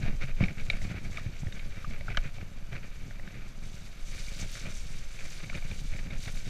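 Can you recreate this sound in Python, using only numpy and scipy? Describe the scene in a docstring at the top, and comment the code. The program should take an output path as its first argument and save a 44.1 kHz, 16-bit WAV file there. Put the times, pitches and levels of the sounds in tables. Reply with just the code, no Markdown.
"""Mountain bike on a forest trail

A bike rolls over dirt, stones and dry leaves, heard from inside a camera's plastic case. Bumps and
stones thud up through the mount, the case knocks and rattles, and wind and body sway heave it slowly.
Leaves crackle under the tyres. Knocks, rattle, crackle and a steady hiss are coloured by the
resonances of the case; a faint electronic whine lies behind them."""
import sys
import numpy as np
from scipy import signal
from scipy.fft import rfft, irfft
from scipy.io import wavfile
from scipy.ndimage import uniform_filter1d

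SR = 44100
rng = np.random.default_rng(int(sys.argv[2]) if len(sys.argv) > 2 else 0)


def transcribe(signal):
    """Save signal, clipped to [-1, 1], as a 16-bit WAV file at the path in sys.argv[1]."""
    frames = np.atleast_2d(signal).T
    limited = np.clip(frames, -1, 1)
    pcm = np.round(limited * 32767).astype(np.int16)
    wavfile.write(sys.argv[1], SR, pcm)


N = 286209

# shaking of the bike between rough spots: t/s, rattle level/dB, rumble level/dB
TRAIL_LEVELS = [(0, -52, -41), (.35, -59, -53), (.9, -60, -43), (1.35, -58, -48), (1.7, -54.5, -47),
                (2.6, -63, -50), (3.0, -57, -48), (3.9, -63, -52.5), (4.3, -54.5, -46.5),
                (4.95, -56.5, -51.5), (5.35, -56, -49), (6.49, -55, -47)]
# rough spots that shake the bike: t/s of the peak, length/s, rattle level/dB, rumble level/dB
ROUGH_SPOTS = [(0.055, 0.093, -42, -34), (0.227, 0.046, -39, -39), (0.142, 0.034, -52, -37.5),
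               (0.291, 0.048, -46, -42), (0.38, 0.033, -48, -39), (0.43, 0.058, -36.5, -29),
               (0.494, 0.062, -47.5, -35), (0.592, 0.055, -45.5, -41), (0.726, 0.11, -45.5, -39.5),
               (0.846, 0.056, -47, -33), (0.908, 0.065, -44.5, -34.5), (0.967, 0.048, -43, -34.5),
               (1.06, 0.042, -47, -39), (1.168, 0.12, -48, -45.5), (1.26, 0.088, -54, -41),
               (1.432, 0.011, -60, -29), (1.481, 0.01, -66, -33), (1.567, 0.047, -48, -43),
               (1.783, 0.026, -48, -38.5), (1.939, 0.039, -41.5, -42), (2.108, 0.073, -43, -46),
               (2.185, 0.041, -45.5, -42), (2.254, 0.057, -45, -43), (2.402, 0.08, -52, -47.5),
               (2.748, 0.073, -44.5, -39), (2.836, 0.033, -47, -53), (3.284, 0.13, -55.5, -48),
               (3.353, 0.037, -50, -55), (3.415, 0.022, -51, -61), (3.631, .04, -55.5, -49),
               (3.771, 0.023, -52, -63), (4.15, 0.14, -51, -50), (4.43, .06, -47, -36.5),
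               (4.572, 0.05, -49, -56), (4.67, 0.091, -46.5, -41.5), (4.982, 0.042, -65, -44),
               (5.202, 0.044, -49, -67), (5.263, 0.088, -49.5, -54), (5.437, 0.02, -43, -42),
               (5.499, 0.012, -44, -41), (5.557, 0.04, -38.5, -33.5), (5.667, 0.074, -51.5, -46),
               (5.719, 0.039, -47, -36), (5.953, 0.039, -46, -38.5), (5.992, 0.027, -47.5, -53),
               (6.129, 0.056, -46.5, -42), (6.274, 0.055, -46.5, -38.5), (6.475, .06, -53, -40)]


def bumps():
    """Damped free vibration: each hard bump is one push that rings for a few low cycles."""
    # hard bumps: t/s, level/dB, f/Hz, time to decay by 60 dB/s
    impacts = [(0.03, -22, 123, 0.13), (0.238, -28.5, 130.4, 0.2), (0.409, -6, 119, 0.035),
               (0.428, -13.5, 186, 0.077), (0.687, -28, 117, 0.055), (1.036, -36.5, 152.5, 0.17),
               (1.262, -21, 111, 0.079), (1.421, -26, 81, 0.085), (1.465, -18.5, 96, 0.056),
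               (1.8, -42, 83.4, 0.078), (1.901, -34, 216, 0.083), (2.086, -31, 125, 0.15),
               (2.255, -26.5, 144, 0.084), (2.372, -33.5, 123, 0.076), (2.415, -32.5, 99, 0.077),
               (2.72, -28.5, 121, 0.11), (4.422, -44, 126, 0.12), (4.555, -39, 111, 0.14),
               (4.65, -41.5, 163, 0.09), (5.543, -36, 81.5, 0.09), (5.7, -34, 118, 0.1),
               (5.925, -23, 81, 0.053)]
    out, t = np.zeros(N + SR), np.arange(SR // 2) / SR
    for start_s, level_db, hz, t60 in impacts:
        at = round(start_s * SR)
        ring = from_db(level_db - 60 * t / t60) * np.sin(2 * np.pi * hz * t)
        out[at:at + len(t)] += ring * np.tanh(t / 0.0026)   # soft onset
    return out[:N]


def knocks():
    """Impact excitation: a brief scraping contact with the mount drives five resonances of the case."""
    # knocks: t/s, level/dB, f/Hz, contact time/ms, relative body level/dB, relative snap level/dB
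    contacts = [(0.0277, -41, 2370, 3.7, -18, 3), (.0613, -37, 2460, 1.1, -1, -6),
                (0.2126, -41, 2260, 7.3, -12, -4), (.2307, -36, 2370, 3.1, -7, -16),
                (0.406, -34, 2320, 2.8, 5.5, -30), (.4377, -22.5, 2300, 3.8, -34, -17),
                (.484, -30, 1990, 2.8, -24, -17), (.597, -37, 2300, 7.1, -13, -7),
                (0.7001, -21, 2280, 3.6, -14.5, 1.5), (.7332, -39.5, 2210, 4.4, -4, -2),
                (.815, -39, 1990, 4.2, -5, -15), (1.1303, -42.5, 2030, 3.1, -2.5, -3),
                (1.172, -29.5, 2090, 1.8, -18, -7), (1.181, -36, 1290, 2.2, -4, -9),
                (1.196, -41, 1890, 2.5, -25, -6), (1.4693, -37.5, 1850, 2.3, -13, -11),
                (1.5242, -45, 2270, 2.4, -17, 10.5), (1.594, -40, 2280, 3.5, -24, 0),
                (1.845, -30.5, 1220, 3.2, -37, -18), (1.9081, -42, 2040, 3.4, -1, -5),
                (2.0088, -37.5, 2060, 2.9, -5, -9), (2.0818, -28, 1460, 3.1, -12, -30),
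                (2.1017, -30.5, 2250, 4.1, -11, -30), (2.1464, -34, 1560, 4, -30, -16),
                (2.172, -18, 1475, 4, -14, -1), (2.382, -41.5, 2400, 4.7, -3.5, -17),
                (2.7287, -40.5, 1520, 2.6, -6, -10), (3.1085, -39, 1680, 3.1, -11, -18),
                (3.1961, -39.5, 1970, 1.7, -6, -22), (3.276, -36, 1690, 1.8, -25, -12),
                (4.2817, -38.5, 2330, 3, -30, -12), (4.554, -33, 1800, 2.3, -15, -17),
                (4.6556, -38.5, 2350, 3, -4, -18), (5.1898, -35.5, 2420, 3, -22, -18),
                (5.44, -41, 2270, 3, -23, -9), (5.4978, -36.5, 2130, 2.3, -9, -9),
                (5.53, -37, 1290, 2, -25, -5), (5.55, -31, 2330, 4.2, -28, -16),
                (5.6226, -40.5, 2190, 2.8, -5.5, -20), (5.713, -39.5, 2260, 1.9, -19, 0),
                (5.9356, -35, 2160, 4.5, -10, -16), (6.1055, -39, 2220, 3.8, -10, -5),
                (6.257, -46, 2360, 3.3, -4, 9), (6.2774, -36.5, 1980, 3.5, -6, -3),
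                (6.373, -42.5, 2260, 2.5, -26, 1), (6.4567, -42.5, 2320, 3.3, -10, -9)]
    out, t = np.zeros(N + SR), np.arange(2048) / SR
    for start_s, level_db, hz, contact_ms, body_db, snap_db in contacts:
        at = round(start_s * SR)
        force = rng.standard_normal(len(t)) + 3.7 * (t == 0)   # scrape plus impulse
        force *= np.exp(-(1000 * t / contact_ms) ** 1.37)
        # f/Hz, relative level/dB, bandwidth/Hz
        modes = [(hz, 0, 380),                            # main ring
                 (5260, -26.5, 200),                      # faint metal jingle
                 (650, body_db, 250),                     # low body
                 (1900, snap_db, 1500),                   # wide snap
                 (hz + 1470, -3 + 0.74 * snap_db, 500)]   # bright ring that grows with the snap
        for mode_hz, mode_db, width_hz in modes:
            ring = resonance(force, mode_hz, width_hz)
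            ring = through_case(resonance(ring, mode_hz, 0.96 * width_hz))
            out[at:at + len(t)] += from_db(level_db + mode_db) * ring / abs(ring).max()
    return out[:N]


def sway():
    """Low-frequency forcing: wind and the rider's chest heave the case in a mostly subsonic flutter."""
    # strength of the heave: t/s, level/dB
    heave_levels = [(0.0, -38), (0.05, -24), (0.72, -30.5), (0.76, -21.5), (0.96, -46), (1.12, -25),
                    (1.16, -37), (1.9, -29.5), (2.06, -34), (2.19, -20.5), (2.26, -34.5), (3.98, -37),
                    (4.03, -32), (4.7, -35), (4.81, -30.5), (5.49, -34.5), (5.51, -31.5), (6.18, -28.5),
                    (6.2, -34.5), (6.49, -28.5)]
    # spectrum of the heave: f/Hz, level/dB
    spectrum = [(4, -8), (10, -3), (22, -1.5), (34, -14.5), (55, -22.5), (100, -35), (300, -79.5)]
    level_db, = in_time(heave_levels)
    heave = colour(rng.standard_normal(N), spectrum)
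    return from_db(level_db) * evened(heave, span_s=0.3)


def stone_rumble(trail_db):
    """Structure-borne sound: jolts from small stones travel up the frame as a lumpy rumble."""
    # spectrum of the rumble: f/Hz, level/dB
    spectrum = [(25, -42.5), (55, -2), (110, 0.5), (200, -5.5), (280, -15.5), (450, -24), (800, -29),
                (3000, -76.5)]
    peaks_db = np.array(ROUGH_SPOTS)[:, 3]
    level_db = with_shakes(trail_db, peaks_db, flicker_db=3.5)
    jolts = grains(per_s=400, spread_db=4, clump_db=1.5, clump_hz=17)
    return from_db(level_db) * evened(colour(jolts, spectrum), span_s=0.0482)


def rattle(trail_db):
    """Intermittent contact: the loose case chatters in its mount in bursts of tiny impacts."""
    # spectrum of the chatter ahead of the case resonances: f/Hz, level/dB
    spectrum = [(150, -17), (400, 2), (700, -6.5), (1000, -10), (1400, -2), (2400, 1), (3000, -8.5),
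                (4200, -12), (6000, -20.5), (12000, -69)]
    peaks_db = np.array(ROUGH_SPOTS)[:, 2]
    level_db = with_shakes(trail_db, peaks_db, flicker_db=2.44)
    ticks = grains(per_s=2500, spread_db=2, clump_db=2.5, clump_hz=48)
    chatter = through_case(colour(ticks, spectrum))
    return from_db(level_db) * evened(chatter, span_s=0.066)


def leaves():
    """Brittle fracture: dry leaves snap under the tyres, coarse and fine bits in clumps of their own."""
    # strength of the crackle: t/s, level/dB
    crackle_levels = [(0, -60.5), (.35, -62), (.75, -57), (1.35, -57.5), (1.65, -57.5), (2.05, -62),
                      (2.35, -60.5), (3.45, -65), (3.7, -56), (3.95, -57.5), (4.2, -49), (4.26, -53.5),
                      (4.32, -49.5), (4.6, -48.5), (4.85, -52), (5.07, -55.5), (5.22, -51), (5.55, -53.5),
                      (5.75, -53.5), (5.83, -53.5), (5.92, -55), (6.15, -57), (6.25, -45.5), (6.38, -51.5),
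                      (6.49, -52)]
    # bands of the fragments, coarse to fine: lower f/Hz, upper f/Hz
    bands = [(400, 3000), (3000, 5300), (5300, 8200), (8200, 11000), (11000, 17000)]
    # spectral weighting ahead of the case resonances: f/Hz, level/dB
    spectrum = [(500, -27), (1200, -14), (3000, -3.5), (5500, -1), (8000, -5), (10500, -15.5), (12000, -17),
                (15000, -24.5)]
    steady_db, = in_time(crackle_levels)
    peaks_db = np.array(ROUGH_SPOTS)[:, 2] - 21   # a shake adds crackle 21 dB below its rattle
    level_db = with_shakes(steady_db, peaks_db, flicker_db=2)
    common_gain = from_db(1.1 * drift(30))
    fragments = np.zeros(N)
    for band_hz in bands:
        snaps = grains(per_s=7100, spread_db=3.5, clump_db=2, clump_hz=64)
        fragments += signal.sosfilt(signal.butter(2, band_hz, "band", fs=SR, output="sos"), snaps)
    crackle = through_case(colour(common_gain * fragments, spectrum))
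    return from_db(level_db) * evened(crackle, span_s=0.092)


def electronics():
    """Electronic self-noise: steady hiss and a thin harmonic whine with slight phase jitter."""
    # partials of the whine: harmonic number, rms level/dB
    harmonics = [(3, -89), (4, -79.5), (5, -97)]
    # spectrum of the hiss ahead of the case resonances: f/Hz, level/dB
    spectrum = [(200, -6.5), (1000, -7), (4000, -14), (8000, -19.5), (10800, -28), (11700, -16.5),
                (12900, -44), (13350, -22), (14100, -33), (14700, -35), (15200, -40)]
    fundamental_hz, hiss_db = 2929.7, -59
    phase = 2 * np.pi * fundamental_hz * np.arange(N) / SR + 0.07 * drift(20) + 0.12 * drift(150)
    whine = sum(np.sqrt(2) * from_db(db) * np.sin(k * phase) for k, db in harmonics)
    hiss = through_case(colour(rng.standard_normal(N), spectrum))
    return whine + from_db(hiss_db) * rms_one(hiss)


def through_case(x):
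    """Resonance and antiresonance: the case lifts some bands and lowers others."""
    # peaks and dips of the case: f/Hz, bandwidth/Hz, gain/dB
    modes = [(561.4, 65, 7.5), (689, 24, 6), (1020, 340, -1.5), (1220, 102, 3.5), (1520, 320, 4),
             (2280, 200, 6.5), (2814, 580, 3), (3080, 420, 0), (3730, 85, 5.5), (4890, 440, 4.5),
             (5040, 360, -11), (6170, 88, 6.5), (7560, 400, 1.5), (8030, 420, -5), (8100, 240, -3.5)]
    for hz, width_hz, gain_db in modes:
        x = x + (from_db(gain_db) - 1) * resonance(x, hz, width_hz)
    return x


def with_shakes(steady_db, peaks_db, flicker_db):
    """Addition of powers: rough spots swell a level that flickers with the uneven ground; gives dB."""
    rise_share, fall_share = 0.27, 0.38   # Gaussian widths, as shares of a spot's length
    t = np.arange(N) / SR
    power = from_db(steady_db + flicker_db * drift(8.4)) ** 2
    for (peak_s, length_s, *_), peak_db in zip(ROUGH_SPOTS, peaks_db):
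        near = slice(max(0, int((peak_s - 2 * length_s) * SR)), int((peak_s + 2 * length_s) * SR))
        side_s = length_s * np.where(t[near] < peak_s, rise_share, fall_share)
        power[near] += from_db(peak_db) ** 2 * np.exp(-((t[near] - peak_s) / side_s) ** 2)
    return 10 * np.log10(power)


def grains(per_s, spread_db, clump_db, clump_hz):
    """Shot noise: random clicks of uneven size, clumped by a wandering gain."""
    sizes = from_db(spread_db * np.minimum(rng.exponential(1, N), 5))
    signs = rng.choice([-1, 1], N)
    clumping = from_db(clump_db * drift(clump_hz))
    return sizes * signs * clumping * (rng.random(N) < per_s / SR)


def resonance(x, hz, width_hz):
    """Damped oscillator: a two-pole band-pass with unit gain at its peak."""
    r = np.exp(-np.pi * width_hz / SR)
    numerator = np.array([1, 0, -1]) * (1 - r * r) / 2
    return signal.lfilter(numerator, [1, -2 * r * np.cos(2 * np.pi * hz / SR), r * r], x + 1e-18)


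def colour(x, spectrum):
    """Minimum-phase filtering: a causal response follows a spectrum of f/Hz, level/dB."""
    size = 2 ** 19
    hz, db = np.transpose(spectrum)
    bin_hz = np.arange(size // 2 + 1) * SR / size
    log_gain = np.interp(np.log(bin_hz + 1), np.log(hz), db) * np.log(10) / 20
    cepstrum = irfft(log_gain)
    cepstrum[1:size // 2] *= 2   # fold onto positive time
    cepstrum[size // 2 + 1:] = 0
    return irfft(rfft(x, size) * np.exp(rfft(cepstrum)))[:N]


def drift(corner_hz):
    """Correlated noise: white noise twice through a one-pole low-pass, at unit rms."""
    r = np.exp(-2 * np.pi * corner_hz / SR)
    return rms_one(signal.lfilter([1], [1, -2 * r, r * r], rng.standard_normal(N + SR))[SR:])


def evened(x, span_s):
    """Envelope normalisation: dividing by the running rms, with a floor, evens out slow swings."""
    running_power = uniform_filter1d(x ** 2, int(span_s * SR))
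    return x / np.sqrt(running_power + 0.076 * np.mean(x ** 2))


def in_time(rows):
    """Linear interpolation: each column that follows t/s, at every sample."""
    times, *columns = np.transpose(rows)
    return [np.interp(np.arange(N) / SR, times, column) for column in columns]


def rms_one(x):
    """Normalisation to unit rms."""
    return x / np.sqrt(np.mean(x ** 2) + 1e-20)


def from_db(db):
    """Amplitude ratio of a level in decibels."""
    return 10 ** (np.asarray(db) / 20)


def scene():
    """Superposition: all sources add at the microphone inside the case."""
    rattle_db, rumble_db = in_time(TRAIL_LEVELS)
    low = sway() + stone_rumble(rumble_db) + bumps()
    clatter = rattle(rattle_db) + knocks()
    return (low + clatter + leaves() + electronics())[None]


def record(dry):
    """Band limiting: an elliptic low-pass cuts the top treble steeply."""
    cutoff_hz = 15280
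    return signal.sosfilt(signal.ellip(12, 0.5, 60, cutoff_hz, fs=SR, output="sos"), dry)


dry = scene()
out = record(dry)
transcribe(out)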